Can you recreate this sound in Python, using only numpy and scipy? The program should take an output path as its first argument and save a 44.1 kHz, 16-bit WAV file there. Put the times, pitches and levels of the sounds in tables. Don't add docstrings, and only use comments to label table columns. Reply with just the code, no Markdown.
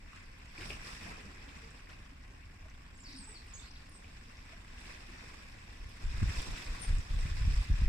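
import sys
import numpy as np
from scipy import signal
from scipy.fft import rfft, irfft
from scipy.io import wavfile
from scipy.ndimage import uniform_filter1d

SR = 44100
rng = np.random.default_rng(int(sys.argv[2]) if len(sys.argv) > 2 else 0)


def persist_wave(psi):
    counts = np.round(np.clip(psi, -1, 1) * 32767).astype(np.int16)
    wavfile.write(sys.argv[1], SR, np.atleast_2d(counts).T)


N = 347772
TIME = np.arange(N) / SR


def amp(db):
    return 10 ** (np.asarray(db) / 20)


def evened(x):
    return x / np.sqrt(np.mean(x ** 2) + 1e-20)


def smoothed(x, size, axis=-1):
    return uniform_filter1d(uniform_filter1d(x, size=size, axis=axis), size=size, axis=axis)


def read(points, hz):
    f, value = np.transpose(points)
    return np.interp(np.log(hz + 1), np.log(f + 1), value)


def add(mix, start_s, sound):
    part = mix[:, round(start_s * SR):][:, :sound.shape[-1]]
    part += sound[..., :part.shape[1]]


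def side_gains(pan_db):
    return amp([[pan_db / 2], [-pan_db / 2]])


def panned(sound, pan_db):
    return sound * evened(side_gains(pan_db))


def band_noise(size, hz, width_hz):
    f = np.fft.rfftfreq(size, 1 / SR)
    bell = np.exp(-2 * ((f - hz) / width_hz) ** 2)
    return evened(irfft(rfft(rng.standard_normal((2, size))) * bell, size))


# frequency_hz, coherence [-1 to 1]
COHERENCE = [(40, 1), (130, 1), (290, 0.82), (640, -0.27), (1400, 0.074), (15000, -0.15)]


def paired(z, hz):
    same = np.clip(read(COHERENCE, hz), -1, 1)
    mid = z[0] * np.sqrt((1 + same) / 2)
    side = z[1] * np.sqrt((1 - same) / 2)
    return np.array([mid + side, mid - side])


def wall(x, t60, delay, per_s=4410, size=22050):
    t = np.arange(size) / SR
    taps = rng.standard_normal((2, size)) * (rng.random((2, size)) < per_s / SR)
    tail = taps * amp(-60 * t / t60) * (t > delay)
    tail = tail / np.linalg.norm(tail, axis=1, keepdims=True)
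    return signal.fftconvolve(x, tail, axes=1)[:, :N]


def ticks(per_s, spread_db, t60, size=500):
    strength = amp(spread_db * np.minimum(rng.exponential(1, (2, N)), 3))
    clicks = (rng.random((2, N)) < per_s / SR) * strength
    decay = amp(-120 * np.arange(size) / SR / t60)
    power = signal.oaconvolve(clicks ** 2, decay[None], axes=1)[:, :N]
    shared = power + 0.43 * power[::-1]
    return evened(np.sqrt(abs(shared)) * rng.standard_normal((2, N)))


# pitch_hz, level_db
HUM = [(269, -79), (533, -101), (1077, -76.5), (1568, -81.5)]


def hum(width_hz=18):
    return sum(amp(level_db) * band_noise(N, pitch_hz, width_hz) for pitch_hz, level_db in HUM)


def eddies(colour, steadiness, crossing_s=0.00043):
    hz = np.fft.rfftfreq(N, 1 / SR)
    spectrum = paired(rfft(rng.standard_normal((2, N))), hz)
    x = evened(irfft(spectrum * amp(read(colour, hz)), N))
    drift = evened(irfft(rfft(rng.standard_normal(N)) * (hz < 6), N))
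    lag = crossing_s * SR * drift
    x = np.array([x[0], np.interp(np.arange(N) + lag, np.arange(N), x[1])])
    power = smoothed((x ** 2).mean(0), size=1800)
    return evened(x / power ** (steadiness / 2))


def vortices(rate, core=0.65, uneven=.3, size_db=2, lag_turns=0.052):
    hz = np.fft.rfftfreq(N, 1 / SR)
    pace, strength, side = (evened(irfft(rfft(rng.standard_normal(N)) * (hz < 35), N)) for _ in range(3))
    turns = np.cumsum(rate * np.exp(uneven * pace)) / SR
    turns = turns + lag_turns * side * np.array([[.5], [-.5]])
    dips = 1 / (1 + (np.sin(np.pi * turns) / core) ** 2)
    pressure = (dips.mean() - dips) * amp(size_db * strength)
    return evened(pressure - uniform_filter1d(pressure, size=3000))


# frequency_hz, relative density [dB per Hz]
BREEZE = [(8.8, -44), (15, 2.5), (32, 2.5), (63, 0), (102, -5.5), (128, -14.5), (268, -16), (300, -21.5),
          (390, -39), (660, -120)]
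BREEZE_DB = -52.5
# frequency_hz, relative density [dB per Hz]
BUFFET = [(10, -4.5), (25, 5), (45, 6), (65, -1), (90, -3.5), (130, -9.5), (190, -25.5), (300, -36.5),
          (600, -89), (1500, -80)]
# start_s, end_s, relative level_db, typical vortex rate [per s]
GUSTS = [(0.595, 0.805, -48.5, 34), (1.02, 1.155, -52, 31), (2.737, 2.797, -52, 25.3),
         (5.806, 5.895, -44, 31.6), (6.041, 6.12, -30, 30), (6.13, 6.209, -34.5, 29),
         (6.213, 6.256, -26.5, 58), (6.261, 6.307, -32, 50), (6.365, 6.405, -29.5, 29),
         (6.471, 6.55, -36, 28.5), (6.679, 6.747, -38.5, 32.7), (6.88, 6.953, -27, 32.4),
         (6.953, 7.002, -31.5, 38.3), (7.101, 7.21, -30.5, 33), (7.219, 7.245, -32.5, 31.7),
         (7.252, 7.29, -32.5, 58), (7.312, 7.381, -33, 33), (7.384, 7.412, -27, 41),
         (7.414, 7.518, -24, 45), (7.528, 7.551, -30, 42.4), (7.568, 7.614, -26.5, 38),
         (7.701, 7.748, -25.5, 58.5), (7.765, 7.817, -28, 32.3), (7.816, 7.849, -26, 64),
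         (7.861, 7.914, -24, 38)]


def wind(swirl_db=-6, edge_s=0.017, wake_db=-15):
    breeze = eddies(BREEZE, steadiness=0.12) * amp(BREEZE_DB)
    force = np.zeros(N)
    for start_s, end_s, level_db, _ in GUSTS:
        onset = np.tanh(2 * (TIME - start_s) / edge_s)
        release = np.tanh(2 * (TIME - end_s) / edge_s)
        force += amp(level_db) * (onset - release) / 2
    wake = amp(wake_db) * abs(uniform_filter1d(force, size=13000))
    gusts = np.array(GUSTS)
    times, rates = gusts[:, :2].ravel(), np.repeat(gusts[:, 3], 2)
    rate = np.interp(TIME, np.sort(times), rates)
    swirl = eddies(BUFFET, steadiness=0.31)
    buffeting = evened(vortices(rate) + amp(swirl_db) * swirl)
    return breeze + force * buffeting + wake * swirl


# pitch_hz, level against the note [dB]
OVERTONE = [(4700, -21), (6000, -32), (8000, -45)]
TRILL_HZ = 160.3
NOTE_RISE, NOTE_RAMP_S = 0.18, 0.0023


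def whistle(length_s, pitches, trill_hz, flutter_db=3.0, jitter=0.0057, lag_rad=1.47):
    t = np.arange(round(length_s * SR)) / SR
    wobble, uneven = (evened(uniform_filter1d(rng.standard_normal(len(t)), size=80)) for _ in range(2))
    glide = np.interp(t, np.linspace(0, length_s, len(pitches)), pitches)
    glide = uniform_filter1d(glide, size=150, mode="nearest")
    trill = np.sin(2 * np.pi * np.cumsum(TRILL_HZ * (1 + 0.25 * uneven)) / SR)
    hz = glide * (1 + jitter * wobble) + trill_hz * trill
    flutter = evened(smoothed(rng.standard_normal((2, len(t))), size=160))
    phase = 2 * np.pi * np.cumsum(hz) / SR + np.array([[0], [lag_rad]])
    tone = np.sin(phase) + amp(read(OVERTONE, hz)) * np.sin(2 * phase)
    tone = evened(tone * amp(flutter_db * flutter))
    swell = np.minimum(t / (NOTE_RISE * length_s), 1)
    fade = np.minimum((length_s - t) / NOTE_RAMP_S, 1)
    return tone * swell * fade


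# start_s, length_s, pitch_hz at five even steps, trill depth_hz, level_db,
# left minus right_db
NOTES = [(2.94, .042, (7850, 7850, 7600, 6700, 6300), 0, -68, -4),
         (2.969, .06, (8800, 8600, 8250, 7950, 7950), 50, -67, -3.5),
         (2.997, .044, (7450, 7100, 7350, 7200, 6950), 110, -61, -3),
         (3.036, .04, (6600, 5300, 4700, 4600, 4350), 50, -55, 1),
         (3.066, .07, (5000, 4700, 4900, 4900, 4800), 600, -57, -1),
         (3.08, .022, (4200, 4000, 3900, 3800, 3750), 120, -62, 0),
         (3.137, .022, (4700, 4400, 4300, 4200, 5000), 450, -58, 0),
         (3.158, .035, (5150, 5000, 5150, 4900, 4700), 500, -53.5, 0),
         (3.163, .012, (7900, 7950, 8100, 8450, 8800), 0, -62, -3),
         (3.167, .099, (8900, 8500, 8150, 7800, 7850), 25, -56, -2),
         (3.256, .078, (7950, 7950, 8300, 8050, 7650), 25, -55.5, -5),
         (3.337, .041, (6100, 4800, 4600, 4350, 3950), 20, -55, 4),
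         (3.46, .06, (8650, 8600, 8250, 8150, 7850), 160, -68.5, -2),
         (3.535, .015, (6800, 7000, 6980, 6800, 6400), 0, -48, -7),
         (3.548, .026, (6400, 6400, 6400, 6500, 6550), 60, -53.5, -3),
         (3.547, .066, (7850, 7820, 7750, 7580, 7580), 140, -59, -5),
         (3.572, .008, (4100, 4250, 4500, 4750, 5000), 0, -60, -4),
         (3.593, .011, (3500, 3650, 3650, 3550, 3300), 0, -57, -6),
         (3.618, .02, (3500, 3650, 4000, 4300, 4550), 150, -60.5, -4),
         (3.638, .009, (4900, 4800, 4600, 4300, 4100), 0, -60, -6),
         (3.654, .018, (4200, 4450, 4400, 4200, 3900), 250, -61, -8),
         (3.68, .018, (4100, 4500, 4850, 4800, 4500), 250, -61.5, 1),
         (3.71, .008, (5900, 5750, 5500, 4700, 4300), 0, -55, 6),
         (3.746, .024, (5000, 4700, 4000, 3400, 3400), 300, -61, -1),
         (3.769, .01, (4500, 4600, 4650, 4600, 4400), 0, -60, -2),
         (3.913, .02, (8600, 8800, 8950, 9000, 8900), 100, -66, -1),
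         (3.933, .048, (8800, 8450, 8250, 8150, 8250), 130, -60, -1),
         (6.789, .026, (9350, 9450, 9350, 9150, 9050), 0, -59, 14),
         (6.81, .052, (9050, 8820, 9000, 8780, 8450), 30, -45.5, 15),
         (7.185, .033, (8620, 8280, 8140, 8030, 7940), 0, -62, .5)]


def birds(echo_db=-5, echo_fade_db=-5):
    direct, thrown = np.zeros((2, 2, N))
    for start_s, length_s, pitches, trill_hz, level_db, pan_db in NOTES:
        call = amp(level_db) * whistle(length_s, pitches, trill_hz)
        octaves = np.log2(np.mean(pitches) / 6000)
        add(direct, start_s, panned(call, pan_db))
        add(thrown, start_s, amp(echo_fade_db * octaves) * panned(call, pan_db / 2))
    return direct + amp(echo_db) * wall(thrown, t60=0.26, delay=.006, per_s=150)


# frequency_hz, relative density [dB per Hz]
FIZZ = [(3500, -28), (4600, -4), (5500, 6), (6400, -25), (9000, -3), (11000, -14), (15000, -21)]
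# start_s, length_s, level_db at its height
FOAM = [(.58, 0.19, -57.5), (0.815, 0.18, -62), (0.99, 0.15, -60)]


def foam():
    level = np.zeros((2, N))
    for start_s, length_s, level_db in FOAM:
        add(level, start_s, amp(level_db) * np.sin(np.linspace(0, np.pi, round(length_s * SR))))
    crackle = rfft(ticks(per_s=570, spread_db=6, t60=0.007))
    colour = amp(read(FIZZ, np.fft.rfftfreq(N, 1 / SR)))
    return level * evened(irfft(crackle * colour, N))


# start_s, initial level_db, centre_hz
DRIPS = [(.16, -58, 7700), (.388, -67, 11000), (.455, -59, 7160), (1.706, -55, 7350), (2.699, -59, 5500),
         (3.128, -52, 5860), (3.241, -55, 7500), (3.467, -70, 11000), (3.818, -58, 4800),
         (3.894, -57, 9500), (4.37, -56, 5330), (4.805, -61, 9500), (5.892, -64, 10500), (6.419, -46, 8500),
         (6.51, -62, 10500), (6.984, -46.5, 6966), (7.613, -63, 9500)]


def drips(t60=0.018, breadth=0.35, spatter_db=-6, size=2000):
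    out, t = np.zeros((2, N)), np.arange(size) / SR
    for start_s, level_db, centre_hz in DRIPS:
        tick = band_noise(size, centre_hz, breadth * centre_hz)[0]
        add(out, start_s, tick * amp(level_db - 60 * t / t60))
    return out + amp(spatter_db) * wall(out, t60=0.088, delay=.002)


# start_s, level_db, starting pitch_hz, ring time t60_s
PLOPS = [(0.583, -40, 314, 0.053), (.612, -43.5, 353, 0.079), (.7, -39.5, 390, 0.048),
         (1.003, -51.5, 216, 0.17), (1.06, -54, 686, 0.16), (1.26, -43, 201, 0.092),
         (1.245, -55, 475, 0.11), (0.651, -47.5, 163, 0.22), (1.09, -52, 160, 0.13),
         (1.471, -51, 274, 0.21), (1.555, -49, 220, 0.11), (1.628, -56, 446, 0.28), (2.115, -49, 267, 0.12),
         (2.655, -53, 627, 0.078), (3.084, -50, 278, 0.17), (3.138, -47, 260, 0.3), (3.19, -47, 206, 0.15),
         (3.275, -50, 854, 0.054), (3.29, -53, 421, 0.14), (4.53, -46.5, 640, 0.051),
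         (5.086, -53, 315, 0.13)]


def plops(rise=0.105):
    out = np.zeros((2, N))
    for start_s, level_db, pitch_hz, t60 in PLOPS:
        t = np.arange(0, t60, 1 / SR)
        envelope = amp(level_db - 60 * t / t60) * (1 - np.exp(-t / 0.003))
        add(out, start_s, envelope * np.sin(2 * np.pi * pitch_hz * t * (1 + rise * t / t60)))
    return out + amp(-10.0) * wall(out, t60=0.21, delay=0.0089)


# start_s, level_db, centre_hz, crack time t60_s, left minus right_db
SLAPS = [(.132, -46, 1250, .014, 2), (.164, -55, 1500, .03, 1), (.578, -43, 2400, .03, 4),
         (.609, -46, 2450, .07, 4), (.629, -45, 2450, .08, 1), (.7025, -41, 600, .012, 0),
         (.7044, -28.5, 2620, .008, 1.5), (.717, -46, 2500, .03, -2.5), (.856, -49, 2400, .02, 1),
         (1.009, -47, 2050, .04, 1.5), (1.468, -52, 1890, .03, -1.5), (1.488, -53, 3500, .035, 0),
         (1.871, -48, 2100, .02, 0), (1.897, -54.5, 2970, .035, 0), (4.044, -46, 2520, .012, -3),
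         (4.771, -53, 1880, .017, 0), (4.908, -48.5, 2200, .017, 1.5), (5.237, -53, 2030, .017, 0),
         (4.84, -51, 2300, .025, 0), (6.222, -47, 2050, .03, 0), (6.292, -43, 1850, .03, 2),
         (6.559, -46, 2400, .025, 1), (6.587, -47, 2000, .02, -2.5), (7.261, -45, 2240, .035, -.5)]


def slaps(spatter_t60=0.22, spatter_db=-15, breadth=0.24, size=6000):
    out, t = np.zeros((2, N)), np.arange(size) / SR
    attack = 1 - np.exp(-t / .0003)
    for start_s, level_db, centre_hz, crack_t60, pan_db in SLAPS:
        width_hz = breadth * min(centre_hz, 3500)
        crack_phase = np.angle(signal.hilbert(band_noise(size, centre_hz, width_hz)[0]))
        crack = np.sqrt(2) * np.cos(crack_phase) * amp(-60 * t / crack_t60)
        spatter = band_noise(size, centre_hz, width_hz) * amp(spatter_db - 60 * t / spatter_t60)
        add(out, start_s, attack * (crack + spatter) * amp(level_db) * side_gains(pan_db))
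    return out


# crest_s, relative level_db, build-up_s, drain time t60_s,
# extra slosh_db, extra spray_db
LAPS = [(0.18, -56, 0.12, 1, -7, -4), (0.42, -58.5, 0.037, 1.25, -7, -4), (0.63, -50, 0.076, 3.1, 2, -1.5),
        (0.73, -56, 0.17, 0.29, 4.5, 6.5), (0.89, -48.5, 0.063, 0.98, -3.5, 1.5),
        (1.07, -50, 0.074, 1.72, 4.5, -3), (1.59, -55.5, 0.2, 2, 3.5, -1.5), (1.9, -58.5, 0.018, 1, 2, -3),
        (3.11, -58.5, 0.073, 1.7, 0, 1), (3.64, -60.5, 0.48, 0.57, -2, 1), (4.41, -69.5, 1, 1.9, 9, 6),
        (4.79, -60, 0.72, 0.49, 0, -1.5), (4.91, -53, 0.16, 0.67, 0.5, 0), (5.26, -55.5, 0.41, 2.2, 2, 0.5),
        (5.62, -61, 0.69, 1.9, 3, -2.5), (6.31, -49.5, 0.2, 0.5, 1.5, 0.5), (6.4, -48, 0.11, 0.91, 4, 3.5),
        (6.579, -50, 0.042, 0.4, -10, 4), (6.89, -51, 0.98, 2.17, 3.5, 1.5),
        (7.27, -52.5, 0.19, 1.4, 0.5, 1), (7.62, -50, 0.44, 1.03, 0, 1.5), (7.82, -49.5, 0.1, 3.1, 0, -2)]
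BACKWASH_DB, BACKWASH_T60_S = -10, 2.4


def surges(t):
    power = np.zeros((3, len(t)))
    for crest_s, level_db, build_s, t60, slosh_db, spray_db in LAPS:
        before, after = np.maximum(crest_s - t, 0), np.maximum(t - crest_s, 0)
        build = np.exp(-2 * (before / build_s) ** 2)
        backwash = amp(BACKWASH_DB - 60 * after / BACKWASH_T60_S) ** 2
        drain = amp(-60 * after / t60) ** 2 + backwash
        heights = amp([level_db + slosh_db, level_db, level_db + spray_db]) ** 2
        power += np.outer(heights, build * drain)
    return power


# pitch_hz, width_hz, level_db against the wave
HOLLOW = (2524, 190, -11.5)


def hollow():
    pitch_hz, width_hz, level_db = HOLLOW
    t = TIME[::256]
    splash = np.sqrt(np.interp(TIME, t, surges(t)[1]))
    return amp(level_db) * splash * band_noise(N, pitch_hz, width_hz)


def droplets(per_s, cycles, spread_db, count=36):
    out = np.zeros((2, N))
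    for hz in np.geomspace(300, 13000, count):
        life = cycles / hz
        t = np.arange(0, 5 * life, 1 / SR)
        envelope = np.exp(-t / life) * (1 - np.exp(-hz * t))
        ping = np.sin(2 * np.pi * hz * t * (1 + 0.015 * t / life)) * envelope
        born = rng.random((2, N)) < per_s * np.sqrt(hz / 1000) / SR
        births = born.sum()
        strength = amp(spread_db * np.minimum(rng.exponential(1, births), 4))
        clicks = np.zeros((2, N))
        clicks[born] = strength * rng.choice([-1, 1], births)
        out += np.sqrt(hz) * evened(signal.oaconvolve(clicks, ping[None], axes=1)[:, :N])
    return evened(out)


# frequency_hz, relative density [dB per Hz]
WATER = [(150, 0.5), (275, -3.5), (370, -10), (820, -9.5), (1060, 3.5), (1290, 2.5), (1750, 7.5),
         (2650, 5.5), (3100, -7), (4200, -15.5), (5050, -12), (5650, -13), (6250, -22), (7800, -16),
         (10300, -30.5), (15000, -36)]
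# frequency_hz, left minus right_db
LEAN = [(300, -0.5), (700, -2.5), (1290, -2.5), (2300, 4.5), (3100, -2), (4100, -2), (5100, -7),
        (6500, -1.5), (7800, -5.5), (9000, -1), (11000, -6.5), (15000, 2.5)]
CALM_SLOSH_DB, CALM_SPLASH_DB, CALM_SPRAY_DB = -67, -63.5, -68


def lapping(drops_db=-2, ticks_db=-5, patchy_db=1.19, flicker_db=0.87,
            slosh_db=-10, splash_db=-3.0, spray_db=-5):
    drops = droplets(per_s=60, cycles=3.06, spread_db=3.5)
    drops = evened(drops + amp(-6.0) * wall(drops, t60=0.23, delay=0.0017))
    grain = amp(drops_db) * drops + amp(ticks_db) * ticks(per_s=110, spread_db=3.0, t60=0.022)
    wash = rng.standard_normal((2, N))
    hz, t, z = signal.stft(evened(wash + grain), SR, nperseg=512, noverlap=384)
    colour = amp(read(WATER, hz))
    levels = [(CALM_SLOSH_DB, slosh_db), (CALM_SPLASH_DB, splash_db), (CALM_SPRAY_DB, spray_db)]
    bands = [(330, 1000), (1000, 3000), (3000, 9000)]
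    field_db = 0
    for surge, (calm_db, wave_db), (lo, hi), weights in zip(surges(t), levels, bands, np.eye(3)):
        low, middle, high = weights
        share = read([(750, low), (1200, middle), (2700, middle), (3600, high)], hz)
        power = amp(calm_db) ** 2 + amp(wave_db) ** 2 * surge
        own_power = np.mean(colour ** 2 * (hz > lo) * (hz < hi))
        field_db = field_db + np.outer(share, 10 * np.log10(power / own_power))
    patches = uniform_filter1d(rng.standard_normal(field_db.shape), size=9, axis=0)
    patches = evened(uniform_filter1d(patches, size=10, axis=1))
    flicker = evened(uniform_filter1d(rng.standard_normal(len(t)), size=5))
    gain = amp(field_db + patchy_db * patches + flicker_db * flicker)
    z = paired(z, hz[:, None]) * colour[:, None] * gain
    lean_db = read(LEAN, hz)[:, None] / 2
    return signal.istft(z * amp([lean_db, -lean_db]), SR, nperseg=512, noverlap=384)[1][:, :N]


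def scene():
    water = foam() + drips() + plops() + slaps() + hollow() + lapping()
    return hum() + wind() + birds() + water


def record(dry, hiss_db=-81, edge_hz=15300):
    heard = dry + amp(hiss_db) * rng.standard_normal(dry.shape)
    low_pass = signal.firwin(511, edge_hz, window=("kaiser", 9), fs=SR)
    return signal.oaconvolve(heard, low_pass[None], "same")


dry = scene()
out = record(dry)
persist_wave(out)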